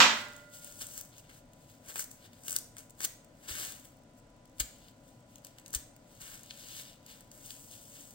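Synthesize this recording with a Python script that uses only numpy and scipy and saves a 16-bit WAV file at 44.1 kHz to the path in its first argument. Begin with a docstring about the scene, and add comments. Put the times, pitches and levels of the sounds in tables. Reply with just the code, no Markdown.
"""Gloved hands peel a green banana in a hard-walled kitchen, heard by two microphone ports close by.
First a knife is knocked down beside an enamel bowl: a filtered click, room echoes and ringing tones.
Then fibres tear and gloves rub (noise that rises and falls) and the peel snaps (short noise bursts).
Three of the later pulls jolt the counter, which swings at a low pitch and soon dies away.
From start to end an appliance hums and whines faintly: shaped noise and a few slightly unsteady tones."""
import sys
import numpy as np
from scipy import signal
from scipy.fft import rfft, irfft
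from scipy.io import wavfile

SR = 44100
rng = np.random.default_rng(int(sys.argv[2]) if len(sys.argv) > 2 else 0)


def dump_mix(stems):
    """Bounce the given channels to the path in sys.argv[1] as a 16-bit WAV at rate SR."""
    frames = np.atleast_2d(stems).T  # one column per channel
    limited = np.clip(frames, -1, 1)  # hard clip at full scale
    pcm = np.round(limited * 32767).astype(np.int16)
    wavfile.write(sys.argv[1], SR, pcm)


N = 358974

# Levels in dB are settings for mixing; later filters, echoes and left-right balance act on them too.
# Steady low noise of the room and appliance, shape only: pitch_hz, level_db (per Hz)
HUM_SHAPE = [(13, -33), (22, -4), (43, -6), (75, -13.5), (107, -1), (193, -8), (261, -4), (327, -10.5),
             (380, -20), (576, -9), (940, -20.5), (1010, -19.5), (1070, -25), (1420, -22.5), (2000, -37.5),
             (2600, -66.5), (4400, -120)]
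# Far hiss, shape only: pitch_hz, level_db (per Hz)
FAR_HISS_SHAPE = [(1060, -28), (1800, -5.5), (2210, -6), (2730, -6), (3890, -9), (8310, -10),
                  (10000, -21.5), (15200, -29), (16500, -33)]
HUM_DB, FAR_HISS_DB = -58.5, -71.5
# How alike left and right are in a spread-out sound: pitch_hz, likeness (0 to 1)
LIKENESS = [(60, 1), (180, 0.95), (550, 0.81), (1650, 0.0), (4970, 0.098), (15000, 0)]
# How much louder the hum and far hiss are on the left: pitch_hz, left_over_right_db
HUM_BALANCE = [(60, 0.5), (180, 0.5), (550, 7), (1650, -4.5), (4970, 1.5), (15000, 4)]
# Narrow motor tones: pitch_hz, level_db, width_hz
MOTOR_TONES = [(994, -77.5, 0.2), (1426, -85, 2), (1980, -88.5, 2)]

# How long echoes in the kitchen take to fall by 60 dB: pitch_hz, fade_s
KITCHEN_FADE = [(150, .6), (700, 0.55), (2500, 0.46), (6000, 0.44), (12000, 0.33)]

# Tone colour of the knife knock, shape only: pitch_hz, level_db (per Hz)
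KNOCK_COLOUR = [(59, -55), (100, -28.5), (273, -13), (317, -19.5), (811, -11), (922, -5), (3180, -4),
                (7480, -14.5), (9470, -33.5), (15100, -29), (16500, -52.5)]
# Ringing tones of the bowl, fading by 60 dB: pitch_hz, level_db, fade_s
BOWL_TONES = [(226, -40.5, .6), (276.3, -41.5, .5), (602, -49.5, 1.3), (588, -52, 2.5), (756, -36.5, .3),
              (906, -32.5, 0.29), (1028, -36, .4), (1119, -30, 0.34), (1294, -30.5, .45),
              (1414, -44.5, 1.85), (1427, -46.5, 1.1), (1580, -30, .55), (1682, -30.5, .35),
              (1930, -30, .45), (1948, -33, .45), (1977, -43, .55), (1983, -45.5, 1.2), (2006, -36, 0.75),
              (2425, -27, .4), (2505, -33.5, 0.5), (3115, -29.5, 0.39), (3220, -37.5, .4),
              (3340, -33, 0.28), (3670, -35.5, 0.49), (3940, -38, .42), (4520, -34.5, .28),
              (4490, -32.5, 0.32), (5100, -36, .4), (5437, -41, .33)]
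KNOCK_S, KNOCK_DB, KNOCK_ROOM_DB = 0.0025, -0.5, 10.5

# Dull jolts through the counter, fading by 60 dB: start_s, level_db, pitch_hz, fade_s
COUNTER_JOLTS = [(3.509, -46, 77, 0.083), (4.607, -40.5, 53.8, 0.13), (5.757, -41.5, 61.6, 0.1)]

# Tone colour of fine, middling and coarse fibres, each: pitch_hz, level_db
FINE_COLOUR = [(2500, -26), (4500, -6), (6000, 2), (11000, 1.5), (16000, 4.5)]
MIDDLING_COLOUR = [(1000, -14), (1800, 3), (2400, 8), (3300, 11.5), (4600, 8), (6200, 1), (12000, -28)]
COARSE_COLOUR = [(120, -3.5), (350, 9), (900, 4.5), (1400, 13.5), (2200, 15.5), (3200, 2), (8000, -28.5)]
FIBRE_COLOURS = (FINE_COLOUR, MIDDLING_COLOUR, COARSE_COLOUR)
# Pulls on the peel and rubs of the gloves: full_at_s, hold_s, rise_s, fall_s, fine_db,
# middling_db (relative to fine), coarse_db (relative to fine)
STROKES = [(.11, 0.088, 0.12, 0.13, -52, -13.5, -17), (0.298, 0.092, .11, 0.23, -62.5, -3, -2),
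           (0.539, .03, 0.039, .075, -49.5, -10.5, -22), (0.631, 0.078, .06, 0.14, -52, -9, -15),
           (0.794, .05, .07, .3, -48.5, -15, -21), (.812, 0.013, .01, 0.029, -40.5, -7.5, -10),
           (.982, .002, 0.13, .075, -43.5, -15, -15.5), (1.186, .002, .06, 0.044, -54.5, -8.5, -18),
           (1.13, 0.027, .04, .05, -69.5, 4.5, -3), (1.24, .03, .04, .04, -71, 0.5, -5),
           (1.295, .002, .012, .06, -58.5, -2.5, 0), (1.329, 0.061, .03, .03, -60, -8, -11),
           (1.622, 0.0021, .15, .2, -65, -7.5, -17), (1.694, .002, .02, 0.15, -59.5, -7, -15),
           (1.899, .002, 0.056, 0.043, -44, -10, -7), (1.958, 0.023, .008, .03, -46.5, -7, -4),
           (2.004, .002, 0.078, 0.05, -35.5, -17.5, -19), (2.109, .002, .01, 0.13, -54, -21, -15),
           (2.257, .002, 0.098, 0.037, -57.5, -2, -6), (2.33, .05, .05, 0.08, -66, -4.5, -11),
           (2.487, 0.06, 0.075, .025, -42, -16, -15.5), (2.564, .001, .015, .006, -32, -11, -9.5),
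           (2.783, .002, .021, 0.078, -50, -13, -10), (3.006, .016, .008, .03, -46, -8, -8),
           (3.052, 0.00091, 0.041, 0.0088, -28, -11, -14), (3.437, 0.038, 0.035, .05, -61, -9, -3),
           (3.486, .01, .011, 0.2, -40, -5.5, -7.5), (3.586, 0.061, .14, .17, -40, -8.5, -10),
           (3.851, .002, .021, 0.1, -58.5, -23, -9), (4.183, .002, .03, .025, -63.5, -21, -29),
           (4.59, 0.0018, .05, .021, -60, -9, -21), (4.604, .001, .009, 0.019, -29, -6.5, -11),
           (4.644, .25, .05, 0.065, -65.5, -2.5, -19), (5.086, 0.0019, 0.13, .15, -64, -9, -19),
           (5.3, .06, 0.042, .11, -66.5, -7, -16), (5.448, 0.0019, .021, 0.13, -59.5, -4.5, -9),
           (5.58, .002, .04, .14, -65.5, -6, -1), (5.658, .066, .021, .05, -62, -11, -10),
           (5.751, .001, 0.015, 0.02, -31, -9.5, -15), (5.73, .01, .005, .02, -46, -14, -15),
           (5.772, .002, .03, 0.14, -58, -5, -8), (6.124, .05, 0.14, .11, -63, -7, -12),
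           (6.21, 0.14, .025, 0.086, -50, -8.5, -8), (6.465, 0.0016, .11, .04, -63, -4, -9),
           (6.507, .002, 0.016, .018, -61.5, 14, -1), (6.595, .002, .012, .06, -55, -3, -11),
           (6.793, .002, 0.44, 0.095, -45.5, -5, -15), (6.858, .03, .04, 0.12, -56, -2, -14),
           (7.098, .002, 0.062, 0.17, -52.5, -3.5, -8.5), (7.322, .09, .02, .11, -58, -14, -13),
           (7.454, 0.068, 0.077, 0.18, -50.5, -10.5, -19), (7.6, 0.51, .11, .11, -56.5, -18, -29),
           (7.72, .002, .05, 0.21, -53, -6, -17), (7.96, .002, .11, .25, -54.5, -7, -11)]
# Faint shifting of the grip, always present: one level_db each for fine, middling, coarse
GRIP_DB = [-85.5, -85, -88]
SWING_DB = 20  # a stroke gains this much in its rise time and loses it in its fall time
GRAIN_DB = 2.1  # how strongly uneven break sizes change the level

# The clearest snaps of peel and glove: start_s, fine_db, middling_db (relative to fine),
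# coarse_db (relative to fine)
CLEAR_SNAPS = [(0.214, -44, -32, -40), (0.285, -48, -30, -40), (0.334, -49, -30, -40),
               (0.364, -44, -30, -40), (0.645, -37, -21, -25), (0.812, -38, -18, -26),
               (0.8184, -31, -19, -26), (0.8674, -35, -15, -29), (0.9762, -30.5, -17, -17),
               (1.0114, -32.5, -22, -20.5), (1.5334, -50.5, -13, -23), (1.9574, -32, -13.5, -1),
               (1.9794, -29, -19, -15), (1.9935, -25, -22, -12), (2.0414, -34, -23, -30),
               (2.113, -37, -30, -27), (2.3317, -53, -3, -9), (2.4813, -25, -9, -12.5),
               (2.4954, -31, -17, -25), (2.507, -27.5, -21, -27), (2.5186, -29, -22, -21),
               (2.5273, -27, -23, -20), (2.5631, -15.5, -19.5, -35), (2.5862, -28, -19, -34),
               (2.7672, -42, -9, -6.5), (2.783, -37, -24, -26), (2.8964, -47.5, -18, -27),
               (2.9053, -44, -23.5, -26), (3.0046, -29, -21, -9), (3.015, -38, -23, -25),
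               (3.2455, -50.5, -19, -24), (3.7217, -38.5, -13, -28), (3.847, -50, -8, -24),
               (3.8528, -45, -7, -27), (4.455, -53, -8.5, -23), (4.583, -48, -9, -15),
               (4.5981, -25, -13, -16), (4.6004, -20, -10.5, -24), (4.8832, -53, 2, -16),
               (5.357, -43.5, -10, -20), (5.382, -51, -8, -21), (5.447, -35.5, -15, -27),
               (5.468, -41, -12, -25), (5.5843, -44, -7, -10), (5.5974, -50, -13, -18),
               (5.6608, -40, -6, -19), (5.68, -42, -20, -25), (5.7049, -45, -18, -21),
               (5.7306, -34, -24, -28), (5.7383, -29, -19, -8), (5.7483, -20, -23, -25),
               (5.9638, -49.5, -15.5, -7), (6.433, -43, -19, -26), (6.4602, -49, -15, -25),
               (6.5083, -52, 17, -8), (7.0633, -42, -11, -17), (7.207, -44, -21, -20),
               (7.315, -41.5, -5.5, -24), (7.4597, -38, -30, -32.5), (7.5052, -36.5, 0, -21),
               (7.7124, -41.5, -22, -28), (8.0072, -43, -19, -29.5), (8.107, -43.5, -13, -26)]
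SNAP_FADE_S = 0.011  # time to fall by 60 dB
SMALL_PER_S = 40  # lesser snaps, at random moments
SMALL_DB, SMALL_SPREAD_DB = 0.2, 3.5  # relative to the fine tearing at that moment; spread of sizes
SMALL_MIDDLING_DB, SMALL_COARSE_DB = -20, -23  # average, relative to the fine part of the snap
FAINTEST_DB = -69.5  # lowest base level, before the spread of sizes

NEARBY_DB, NEARBY_FADE_S = -5, 0.02  # echoes off fingers, fruit and counter; time to fall by 60 dB
HANDS_ROOM_DB, HANDS_PAN_DB, RIGHT_LAG_S = -12, 2.8, 0.00024  # pan: left over right

# Colour added to the hands by the microphone ports: pitch_hz, left_db, right_db
PORT_COLOURS = [(300.2, 2, 1), (1510, 2, 1), (2850, 1, -1), (5645, 2, 2.5), (7410, 5, 6.5), (8670, 4.5, 5),
                (10130, -2.5, -3), (12200, -1.5, -6.5), (15300, 2, -2), (16500, 0.5, -5)]
CUTOFF_HZ = 16050


def from_db(db):
    """Turns decibels into a plain gain."""
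    return 10 ** (np.asarray(db) / 20)


def rms_one(x):
    """Scales a sound to an average (rms) strength of 1."""
    return x / np.sqrt(np.mean(x ** 2) + 1e-20)


def at_hz(points, hz, column=1):
    """Reads a table between its points, with pitch spaced by ratio as the ear hears it."""
    points = np.array(points)
    return np.interp(np.log(np.maximum(hz, 1)), np.log(points[:, 0]), points[:, column])


def colour(x, points, column=1):
    """Filters a sound to a dB curve, letting the energy out as early as possible (minimum phase)."""
    size = 8192
    hz = np.arange(size // 2 + 1) * SR / size
    cepstrum = irfft(np.log(from_db(at_hz(points, hz, column))))
    # Folding the second half onto the first makes the filter respond only after its input.
    cepstrum[1:size // 2] *= 2
    taps = irfft(np.exp(rfft(cepstrum[:size // 2 + 1], size)))
    return signal.fftconvolve(x, taps)[:len(x)]


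def ring(clicks, hz, fade_s):
    """A click of height 1 starts a fading sine of height 1, as in a struck object."""
    shrink = from_db(-60 / (fade_s * SR))
    turn = 2 * np.pi * hz / SR
    feedback = [1, -2 * shrink * np.cos(turn), shrink * shrink]
    return signal.lfilter([0, np.sin(turn)], feedback, clicks + 1e-18)


def likened(mid, side, hz):
    """Makes left and right of a spread-out sound: long waves reach both ports alike."""
    alike = np.clip(at_hz(LIKENESS, hz), 0, 1)
    return np.sqrt(1 + alike) * mid + np.sqrt(1 - alike) * side * np.array([[1], [-1]])


def steady_noise(spectrum, level_db):
    """Random waves at all pitches, shaped by a curve and leaning left or right by pitch."""
    hz = np.arange(N // 2 + 1) * SR / N
    lean = from_db(at_hz(HUM_BALANCE, hz) / 2)
    mid, side = rfft(rng.standard_normal((2, N)))
    pair = likened(mid, side, hz) * from_db(at_hz(spectrum, hz)) * [lean, 1 / lean]
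    return from_db(level_db) * rms_one(irfft(pair, N))


def motor_whine():
    """Each motor tone is a sine whose phase drifts at random, which widens its pitch a little."""
    out = 0
    for tone_hz, level_db, width_hz in MOTOR_TONES:
        wander = np.cumsum(rng.standard_normal(N)) * np.sqrt(2 * np.pi * width_hz / SR)
        phase = 2 * np.pi * tone_hz * np.arange(N) / SR + wander
        tone = likened(np.sin(phase), np.cos(phase), tone_hz)
        out = out + from_db(level_db) * np.sqrt(2) * tone
    return out


def hum():
    """The steady background adds low noise, far hiss and the whine of the appliance."""
    return steady_noise(HUM_SHAPE, HUM_DB) + steady_noise(FAR_HISS_SHAPE, FAR_HISS_DB) + motor_whine()


def kitchen(x):
    """Hard walls return dense echoes: octave bands of noise, each fading at its own rate."""
    t = np.arange(SR) / SR
    tail = 0
    for low_hz in 70 * 2. 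** np.arange(8):
        middle_hz = np.sqrt(2) * low_hz
        band = signal.butter(2, [low_hz, 2 * low_hz], "band", fs=SR, output="sos")
        noise = likened(*rng.standard_normal((2, SR)), middle_hz)
        fade = from_db(-60 * t / at_hz(KITCHEN_FADE, middle_hz))
        tail = tail + signal.sosfilt(band, noise) * fade
    tail = tail * np.clip(t / 0.0011, 0, 1)  # echoes build up over about a millisecond
    tail = tail / np.sqrt(np.sum(tail ** 2) / 2)  # average energy of the two sides is 1
    return signal.fftconvolve(x[None], tail, axes=1)[:, :N]


def bowl(click):
    """The click sets the bowl's tones ringing, each with its own strength at each port."""
    out = 0
    for hz, level_db, fade_s in BOWL_TONES:
        sides = likened(1, rng.uniform(-.8, .8), hz)
        out = out + from_db(level_db) * sides * ring(click, hz, fade_s)
    return out


def knock():
    """The knife lands with one hard click, a long wash of echoes and a ringing bowl."""
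    click = np.zeros(N)
    click[round(KNOCK_S * SR)] = 1
    crack = colour(click, KNOCK_COLOUR)
    crack = from_db(KNOCK_DB) * crack / np.abs(crack).max()
    direct = np.array([crack, np.roll(crack, round(0.00074 * SR))])  # right hears it later, in s
    room = from_db(KNOCK_ROOM_DB) * kitchen(crack)
    return (direct + room + bowl(click)) * from_db([[-1.3], [1.3]])


def jolts():
    """A push sets the counter swinging at a low pitch; a low-pass filter keeps it dull."""
    out = np.zeros(N)
    for start_s, level_db, hz, fade_s in COUNTER_JOLTS:
        push = np.zeros(N)
        push[round(start_s * SR)] = from_db(level_db + 8)
        out += ring(push, hz, fade_s)
    return signal.sosfilt(signal.butter(2, 250, fs=SR, output="sos"), out)


def effort():
    """Each stroke makes fine, middling and coarse tearing rise, hold and fall; powers add up."""
    t = np.arange(0, N, 20) / SR
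    power = from_db(2 * np.c_[GRIP_DB])
    for full_at_s, hold_s, rise_s, fall_s, fine_db, middling_db, coarse_db in STROKES:
        before = np.maximum((full_at_s - t) / max(rise_s, .002), 0)
        after = np.maximum((t - full_at_s - hold_s) / max(fall_s, .002), 0)
        stroke_db = fine_db - SWING_DB * (before + after)
        power = power + from_db(2 * (stroke_db + np.c_[[0, middling_db, coarse_db]]))
    return np.array([np.interp(np.arange(N) / SR, t, np.sqrt(p)) for p in power])


def fibres(gains):
    """Tearing and rubbing is noise in three colours, made grainy by fast, uneven jumps in level."""
    # Each break size holds for 40 samples, about a millisecond.
    sizes = np.minimum(rng.exponential(1, N // 40 + 1), 4)
    grain = rms_one(from_db(GRAIN_DB * np.repeat(sizes, 40)[:N]))
    tearing = 0
    for gain, shape in zip(gains, FIBRE_COLOURS):
        tearing = tearing + gain * rms_one(colour(rng.standard_normal(N), shape))
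    return grain * tearing


def small_snaps(fine_gain):
    """Lesser snaps come at random moments, stronger where the tearing is stronger."""
    when, size, middling, coarse = rng.random((SMALL_PER_S * N // SR, 4)).T
    tearing_db = 20 * np.log10(fine_gain[(when * N).astype(int)])
    level_db = np.maximum(tearing_db + SMALL_DB, FAINTEST_DB)
    level_db = level_db - SMALL_SPREAD_DB * np.log(size + 0.028)  # a few come out much louder
    middling_db = SMALL_MIDDLING_DB + 16 * (middling - .5)
    coarse_db = SMALL_COARSE_DB + 16 * (coarse - .5)
    return np.c_[when * N / SR, level_db, middling_db, coarse_db]


def snaps(events):
    """A snap is a few milliseconds of fading noise, with its own share of each fibre colour."""
    length = 3000  # samples
    t = np.arange(length) / SR
    fade = np.clip(t / .0003, 0, 1) * from_db(-60 * t / SNAP_FADE_S)
    kinds = np.zeros((3, N + length))
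    noise = rng.standard_normal((len(events), 3, length))
    for (start_s, level_db, middling_db, coarse_db), grains in zip(events, noise):
        burst = fade * grains
        # Every burst gets the same energy before its level is set.
        burst = burst / np.sqrt(np.mean(burst ** 2, axis=1, keepdims=True) / np.mean(fade ** 2))
        shares = from_db(level_db + np.c_[[0, middling_db, coarse_db]])
        start = round(start_s * SR)
        kinds[:, start:start + length] += shares * burst
    return sum(colour(kind, shape)[:N] for kind, shape in zip(kinds, FIBRE_COLOURS))


def nearby(pair):
    """Close surfaces add a few milliseconds of echoes, different at each port."""
    t = np.arange(600) / SR
    echoes = rng.standard_normal((2, len(t))) * from_db(-60 * t / NEARBY_FADE_S)
    echoes = from_db(NEARBY_DB) * echoes / np.sqrt(np.sum(echoes ** 2, axis=1, keepdims=True))
    both = pair + signal.oaconvolve(pair, echoes, axes=1)[:, :N]
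    return both / np.sqrt(1 + from_db(2 * NEARBY_DB))  # make up for the added energy


def peeling_hands():
    """Tearing and snaps reach the left port louder and sooner, with echoes and port colour."""
    gains = effort()
    hands = fibres(gains) + snaps(np.vstack([CLEAR_SNAPS, small_snaps(gains[0])]))
    pair = np.array([hands, np.roll(hands, round(RIGHT_LAG_S * SR))])
    pair = pair * from_db([[HANDS_PAN_DB / 2], [-HANDS_PAN_DB / 2]])
    wet = nearby(pair) + from_db(HANDS_ROOM_DB) * kitchen(hands)
    return np.array([colour(wet[0], PORT_COLOURS, column=1), colour(wet[1], PORT_COLOURS, column=2)])


def scene():
    """Adds the background, the knock, the jolts (slightly to the left) and the peeling hands."""
    return hum() + knock() + jolts() * from_db([[1], [-1]]) + peeling_hands()


def record(dry):
    """A steep filter removes the highest treble."""
    return signal.sosfilt(signal.ellip(12, .5, 60, CUTOFF_HZ, fs=SR, output="sos"), dry)


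dry = scene()
out = record(dry)
dump_mix(out)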